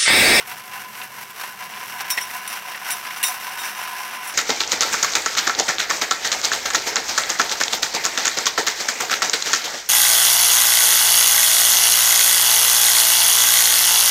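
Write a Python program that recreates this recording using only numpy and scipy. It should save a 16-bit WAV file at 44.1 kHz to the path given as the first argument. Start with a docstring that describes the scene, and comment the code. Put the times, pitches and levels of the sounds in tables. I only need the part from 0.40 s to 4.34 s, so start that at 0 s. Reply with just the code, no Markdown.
"""A hand reel mower is pushed over a lawn, heard from the handle.
Its spiral blades scrape along a fixed knife in a dense chatter that swells with each push
and sets the frame and the steel ringing. Cut grass crackles and the wheels rumble.
Tufts and bumps knock the chassis, and loose steel parts clank."""
import sys
import numpy as np
from scipy import signal
from scipy.fft import rfft, irfft, next_fast_len
from scipy.io import wavfile
from scipy.ndimage import uniform_filter1d

SR = 44100
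rng = np.random.default_rng(int(sys.argv[2]) if len(sys.argv) > 2 else 0)


def pcm_store(signal):
    """Save signal as 16-bit PCM."""
    levels = np.round(np.clip(np.atleast_2d(signal), -1, 1) * 32767)
    wavfile.write(sys.argv[1], SR, levels.astype(np.int16).T)


N = 173754
T = np.arange(N) / SR

# how the mowing swells and eases: t/s, scrape level/dB, crackle level/dB, frame level/dB
SURGES = [(0.0, -33.5, -40, -31), (0.03, -38, -48, -48), (0.08, -41, -39.5, -37.5), (0.12, -35, -39.5, -40),
          (0.25, -43.5, -46.5, -45.5), (0.34, -36.5, -41.5, -37), (0.38, -37.5, -39, -34),
          (0.45, -39, -43.5, -42), (0.51, -45.5, -47.5, -43.5), (0.55, -39, -45.5, -52),
          (0.57, -39.0, -42.5, -39.5), (0.64, -40, -39.5, -35.5), (0.67, -43, -48, -44),
          (0.71, -41, -43.5, -44), (0.75, -37.5, -40, -41.5), (0.83, -39.0, -41, -37.5),
          (0.89, -43.5, -48, -52), (0.91, -43, -43, -45), (0.94, -43, -50, -55), (1.01, -32.5, -35.5, -39),
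          (1.07, -36.5, -42.5, -41.5), (1.13, -42, -44.5, -43.5), (1.23, -36.5, -40, -37.5),
          (1.29, -39, -46.5, -46), (1.43, -35.5, -39.5, -34.5), (1.48, -34.5, -38, -43),
          (1.56, -36.5, -38.5, -31.5), (1.62, -28.5, -36.5, -37.5), (1.64, -35, -47, -34.5),
          (1.75, -36.5, -36, -38), (1.83, -35, -39.5, -36.5), (1.91, -36, -37.5, -42.0),
          (1.94, -34.5, -36.5, -33.5), (2.06, -39, -45, -37), (2.09, -31.5, -38, -45),
          (2.13, -28.5, -34, -35), (2.19, -36.5, -41.5, -35), (2.22, -38.5, -46, -46.5),
          (2.29, -31.5, -36.5, -34.5), (2.39, -36.0, -43.5, -41), (2.43, -36.5, -40, -34.5),
          (2.46, -32, -38.5, -39), (2.5, -30, -36, -31.5), (2.57, -35, -38, -39), (2.65, -33.5, -39.5, -43),
          (2.68, -31, -42.5, -37.5), (2.71, -35, -41, -38), (2.78, -33, -36.5, -39),
          (2.83, -37, -43, -33.5), (2.85, -32.5, -29.5, -33.5), (2.96, -34.5, -37, -33),
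          (2.99, -35, -40, -40), (3.07, -32.5, -38.5, -34.5), (3.14, -36.5, -40.5, -36.5),
          (3.19, -33.5, -38, -33.5), (3.31, -30, -35.5, -35.5), (3.33, -34.5, -39.5, -36),
          (3.43, -31, -39.5, -37.5), (3.51, -36.5, -41.0, -36.5), (3.59, -32, -38.5, -36),
          (3.67, -34, -40.5, -37.5), (3.77, -34.5, -44.5, -36.5), (3.87, -34, -38.5, -36.5),
          (3.93, -32.5, -39.5, -42.5)]
# tone of the scraping blades: f/Hz, level/dB
SCRAPE_SPECTRUM = [(60, -61), (250, -13.5), (450, -13), (650, -5.5), (950, 1), (1250, 0.5), (1500, 1.5),
                   (2150, 0), (2480, -1.5), (2780, 0), (3500, -7.5), (4600, -12), (5800, -6), (6600, -17),
                   (15000, -23)]
# pitches at which the frame and side plates ring: f/Hz, width/Hz, level/dB
FRAME_RESONANCES = [(738, 17, -7.5), (815, 35, -15), (950, 45, -7), (1017, 20, 1), (1055, 45, -9),
                    (1493, 34, -6), (1580, 50, -11), (1672, 34, -7), (2010, 45, -10), (2130, 50, -12),
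                    (2250, 45, -10.5), (2420, 45, -13.5), (2680, 60, -11), (2820, 55, -11)]
# pitches at which the steel rings: f/Hz, level/dB, time to fade by 60 dB/s
STEEL_MODES = [(3731, -6, .12), (5394, -11, .1), (5460, -6, .14), (5512, -7, .11), (5700, -6, .07),
               (5862, -4, .11), (5950, -8, .08), (6040, -9, .08), (7203, -8, .12), (8140, -8, .06),
               (8292, -4, .06), (9227, -1, .07), (10479, -1, .08), (10593, -6, .08), (10878, -2, .11),
               (11890, -5, .05), (13591, -3, .06), (15200, -9, .05), (15560, -5, .05)]
# tone of snapping grass: f/Hz, level/dB
GRASS_SPECTRUM = [(1500, -49), (4000, 2), (6000, 3), (6800, 1), (8000, 2), (9500, 1), (11800, 7),
                  (14000, 3.5), (16000, -1.5)]
# tone of the wheels on turf: f/Hz, level/dB
WHEEL_SPECTRUM = [(25, -6), (55, -14), (80, -9), (100, -1.5), (120, 1.5), (145, 3.5), (300, -9),
                  (500, -1.5), (900, -16.5)]
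# pitches at which the handle tubes ring: f/Hz, width/Hz, level/dB
HANDLE_RESONANCES = [(202.8, 14.5, -5.5), (249, 20, -10.5), (397, 60, -7)]
# jolts at tufts and bumps: t/s, level/dB, f/Hz
KNOCKS = [(0.615, -26, 2800.0), (0.903, -35.5, 2760.0), (1.012, -28, 1610.0), (1.037, -25.5, 1570.0),
          (1.224, -28, 1540), (1.337, -29.5, 2480.0), (1.372, -28, 1570.0), (1.41, -27, 1310.0),
          (1.7752, -15, 2050), (1.7839, -24, 1900), (1.898, -28.5, 2020.0), (2.156, -29, 1580),
          (2.346, -24.5, 1820), (2.652, -27, 1760), (2.708, -26, 2090), (2.8358, -16, 2410),
          (3.235, -28, 1830.0), (3.456, -31, 2710.0)]
# tone shared by all knocks: f/Hz, level/dB
KNOCK_SPECTRUM = [(60, -32), (200, -15.5), (450, -9.5), (1000, -1.5), (2000, 1.5), (2700, -0.5),
                  (4200, -5.5), (7000, -16.5), (15000, -26)]
# hits of loose steel: t/s, ring level/dB, crack level/dB, chatter length/s,
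# accent f/Hz, accent level/dB (below 0 weakens it), muted f/Hz
CLANKS = [(1.702, -20.5, -17, 0.022, 5570, 7.5, 10700), (1.772, -30, -37, 0.014, 5300, 9, 10700),
          (1.81, -29, -27.5, 0.025, 5590, 14, 14000), (2.0767, -30, -23.5, 0.0069, 7700, -9, 14000),
          (2.5045, -24.5, -20.5, 0.026, 10660, 14.5, 10450), (2.8288, -22.5, -16, 0.011, 11000, 5, 5500),
          (2.834, -20, -23.5, 0.057, 3750, 3, 13600), (3.185, -33.5, -34, 0.084, 3790, 10, 10600),
          (3.872, -34, -30.5, 0.021, 10900, 1, 14000)]
# tone of the crack of steel on steel: f/Hz, level/dB
CRACK_SPECTRUM = [(200, -19), (600, -10), (1000, 3), (2200, 18), (3100, 15.5), (4500, 7), (5800, -9),
                  (6700, 6), (8300, 14.5), (9800, 7), (11700, 17), (14400, 1), (15500, 2)]


def from_db(db):
    """Turn decibels into a factor to multiply by."""
    return 10 ** (np.asarray(db) / 20)


def unit_level(x):
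    """Scale a signal so that its average level (rms) is 1."""
    return x / np.sqrt(np.mean(x ** 2) + 1e-20)


def drift(hz):
    """A smooth random wobble of size about 1; more hz makes it quicker."""
    step, warm_up = 40, 2000   # one point every 40 samples; the first points are dropped
    r = np.exp(-2 * np.pi * hz * step / SR)
    noise = rng.standard_normal(N // step + warm_up + 2)
    slow = signal.lfilter([1], [1, -2 * r, r * r], noise)[warm_up:]
    return np.interp(np.arange(N) / step, np.arange(len(slow)), unit_level(slow))


def contacts(per_s, spread_db):
    """Tiny hits at random moments, a few harder than the rest."""
    sizes = from_db(spread_db * np.minimum(rng.exponential(1, N), 5)) * rng.choice([-1, 1], N)
    return unit_level(sizes * (rng.random(N) < per_s / SR))


def colour(x, spectrum):
    """Give a signal the tone in a table; white noise keeps its level."""
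    size = 2 * next_fast_len(N)
    hz, db = np.transpose(spectrum)
    grid_hz = np.maximum(np.arange(size // 2 + 1) * SR / size, 1)
    gain = unit_level(from_db(np.interp(np.log(grid_hz), np.log(hz), db)))
    # minimum phase: the filter never sounds before the hit that drives it
    cepstrum = irfft(np.log(gain))
    cepstrum[1:size // 2] *= 2
    cepstrum[size // 2 + 1:] = 0
    return irfft(rfft(x, size) * np.exp(rfft(cepstrum)))[:N]


def ring(x, hz, fade_s):
    """Each click starts a pure tone that falls by 60 dB in fade_s."""
    r, angle = from_db(-60 / (fade_s * SR)), 2 * np.pi * hz / SR
    return signal.lfilter([0, np.sin(angle)], [1, -2 * r * np.cos(angle), r * r], x + 1e-18)


def resonate(x, resonances, wander_db=1.26, wander_hz=13.4):
    """A shaken part rings at several pitches, each driven more or less from moment to moment."""
    out = 0
    for k, (hz, width, db) in enumerate(resonances):
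        b, a = signal.iirpeak(hz, hz / width, fs=SR)
        drive = x * from_db(db + wander_db * drift(wander_hz)) / np.sqrt(width)
        out = out + (-1) ** k * signal.lfilter(b, a, drive)
    return unit_level(out)


def dying(start_s, db_per_s):
    """A sudden start, then a steady fade."""
    return (T >= start_s) * from_db(-np.minimum(db_per_s * np.maximum(T - start_s, 0), 200))


def nearness(hz, centre_hz, reach_octaves=0.07):
    """1 at the centre pitch, falling to 0 away from it."""
    return np.exp(-(np.log2(hz / centre_hz) / reach_octaves) ** 2)


def frame_ring(hits, level_db):
    """The frame rings; the contact point travels along the blades and favours changing pitches."""
    return from_db(level_db + 1.5) * resonate(hits, FRAME_RESONANCES)


def knife_ring(hits, level_db, rise_db_per_s=2.5):
    """The scraped steel rings, a little more as the push goes on."""
    tone = sum(from_db(db) * ring(hits, hz, fade_s) for hz, db, fade_s in STEEL_MODES)
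    return unit_level(tone) * from_db(level_db - 15.5 + rise_db_per_s * T)


def grass_crackle(level_db):
    """Thousands of stalks snap each second and blend into a bright crackle."""
    snaps = contacts(per_s=7600, spread_db=2.5) * from_db(level_db - 0.5)
    return colour(snaps, GRASS_SPECTRUM)


def reel(pass_hz=52.23, speed_swing=0.1225):
    """Blades pass the fixed knife: they scrape, ring the frame and the steel, and snap the grass."""
    times, *levels = np.transpose(SURGES)
    scrape_db, crackle_db, frame_db = [np.interp(T, times, level) for level in levels]
    passes = np.cumsum(pass_hz * (1 + speed_swing * drift(hz=3.05))) / SR
    bite_db = 2 * signal.sawtooth(2 * np.pi * passes, 0)   # each blade bites, then eases
    judder = np.tanh(drift(hz=25))
    pressure = from_db(bite_db + 2 * judder)
    edge_hits, frame_hits = [pressure * contacts(per_s=1600, spread_db=1.1) for _ in range(2)]
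    edge_hits *= from_db(scrape_db)
    scrape = colour(edge_hits, SCRAPE_SPECTRUM)
    frame = frame_ring(frame_hits, frame_db)
    knife = knife_ring(edge_hits, crackle_db)
    grass = grass_crackle(crackle_db + bite_db + 3.5 * judder)
    return scrape + frame + knife + grass


def wheels(rumble_db=-50.5, fade_db_per_s=1.73, handle_db=-57):
    """The wheels shake the handle and rumble on the turf; the rumble slowly fades."""
    turf, shake = rng.standard_normal((2, N))
    rumble = from_db(rumble_db - fade_db_per_s * T) * colour(turf, WHEEL_SPECTRUM)
    return rumble + from_db(handle_db) * resonate(shake, HANDLE_RESONANCES)


def knocks(fade_s=0.058, unpitched_db=-4.5):
    """A tough tuft or a bump jolts the chassis: a short crunch with a pitch of its own."""
    grit, out = contacts(per_s=9000, spread_db=1.0), 0
    for start_s, db, hz in KNOCKS:
        force = from_db(db) * dying(start_s, 60 / fade_s) * grit
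        pitched = signal.lfilter(*signal.iirpeak(hz, Q=3.8, fs=SR), force)
        out = out + from_db(unpitched_db) * force + pitched
    return colour(out, KNOCK_SPECTRUM)


def clanks(strike_db=14, muted_db=-13):
    """Loose steel strikes, chatters and settles; where it is hit makes pitches stronger or weaker."""
    rings, cracks = np.zeros(N), np.zeros(N)
    for start_s, ring_db, crack_db, length_s, accent_hz, accent_db, muted_hz in CLANKS:
        first = int(start_s * SR)
        span = slice(first, first + SR // 2)
        settling = dying(start_s, 9 / length_s) * (T < start_s + length_s)   # falls 9 dB, then stops
        chatter = (contacts(per_s=2500, spread_db=2.8) * settling)[span]
        chatter[0] += from_db(strike_db)   # the first blow
        tone = 0
        for hz, db, fade_s in STEEL_MODES:
            mode = ring(chatter, hz, fade_s) * rng.choice([-1, 1])
            place_db = accent_db * nearness(hz, accent_hz) + muted_db * nearness(hz, muted_hz)
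            tone = tone + from_db(db + place_db) * mode / np.abs(mode).max()
        loudest = np.sqrt(uniform_filter1d(tone ** 2, size=500).max())
        rings[span] += from_db(ring_db) * tone / loudest
        grit = contacts(per_s=13000, spread_db=1.0)
        cracks += from_db(crack_db) * grit * dying(start_s, 17.5 / length_s)
    return rings + colour(cracks, CRACK_SPECTRUM)


def scene():
    """The whole mower, close by in open air, in one channel."""
    return (reel() + wheels() + knocks() + clanks())[None]


def record(dry, low_cut_hz=60, high_cut_hz=15850):
    """A small microphone loses the deep bass; the highest treble is cut steeply."""
    bass_cut = signal.butter(3, low_cut_hz, "high", fs=SR, output="sos")
    treble_cut = signal.ellip(12, .1, 80, high_cut_hz, fs=SR, output="sos")
    return signal.sosfilt(treble_cut, signal.sosfilt(bass_cut, dry))


dry = scene()
out = record(dry)
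pcm_store(out)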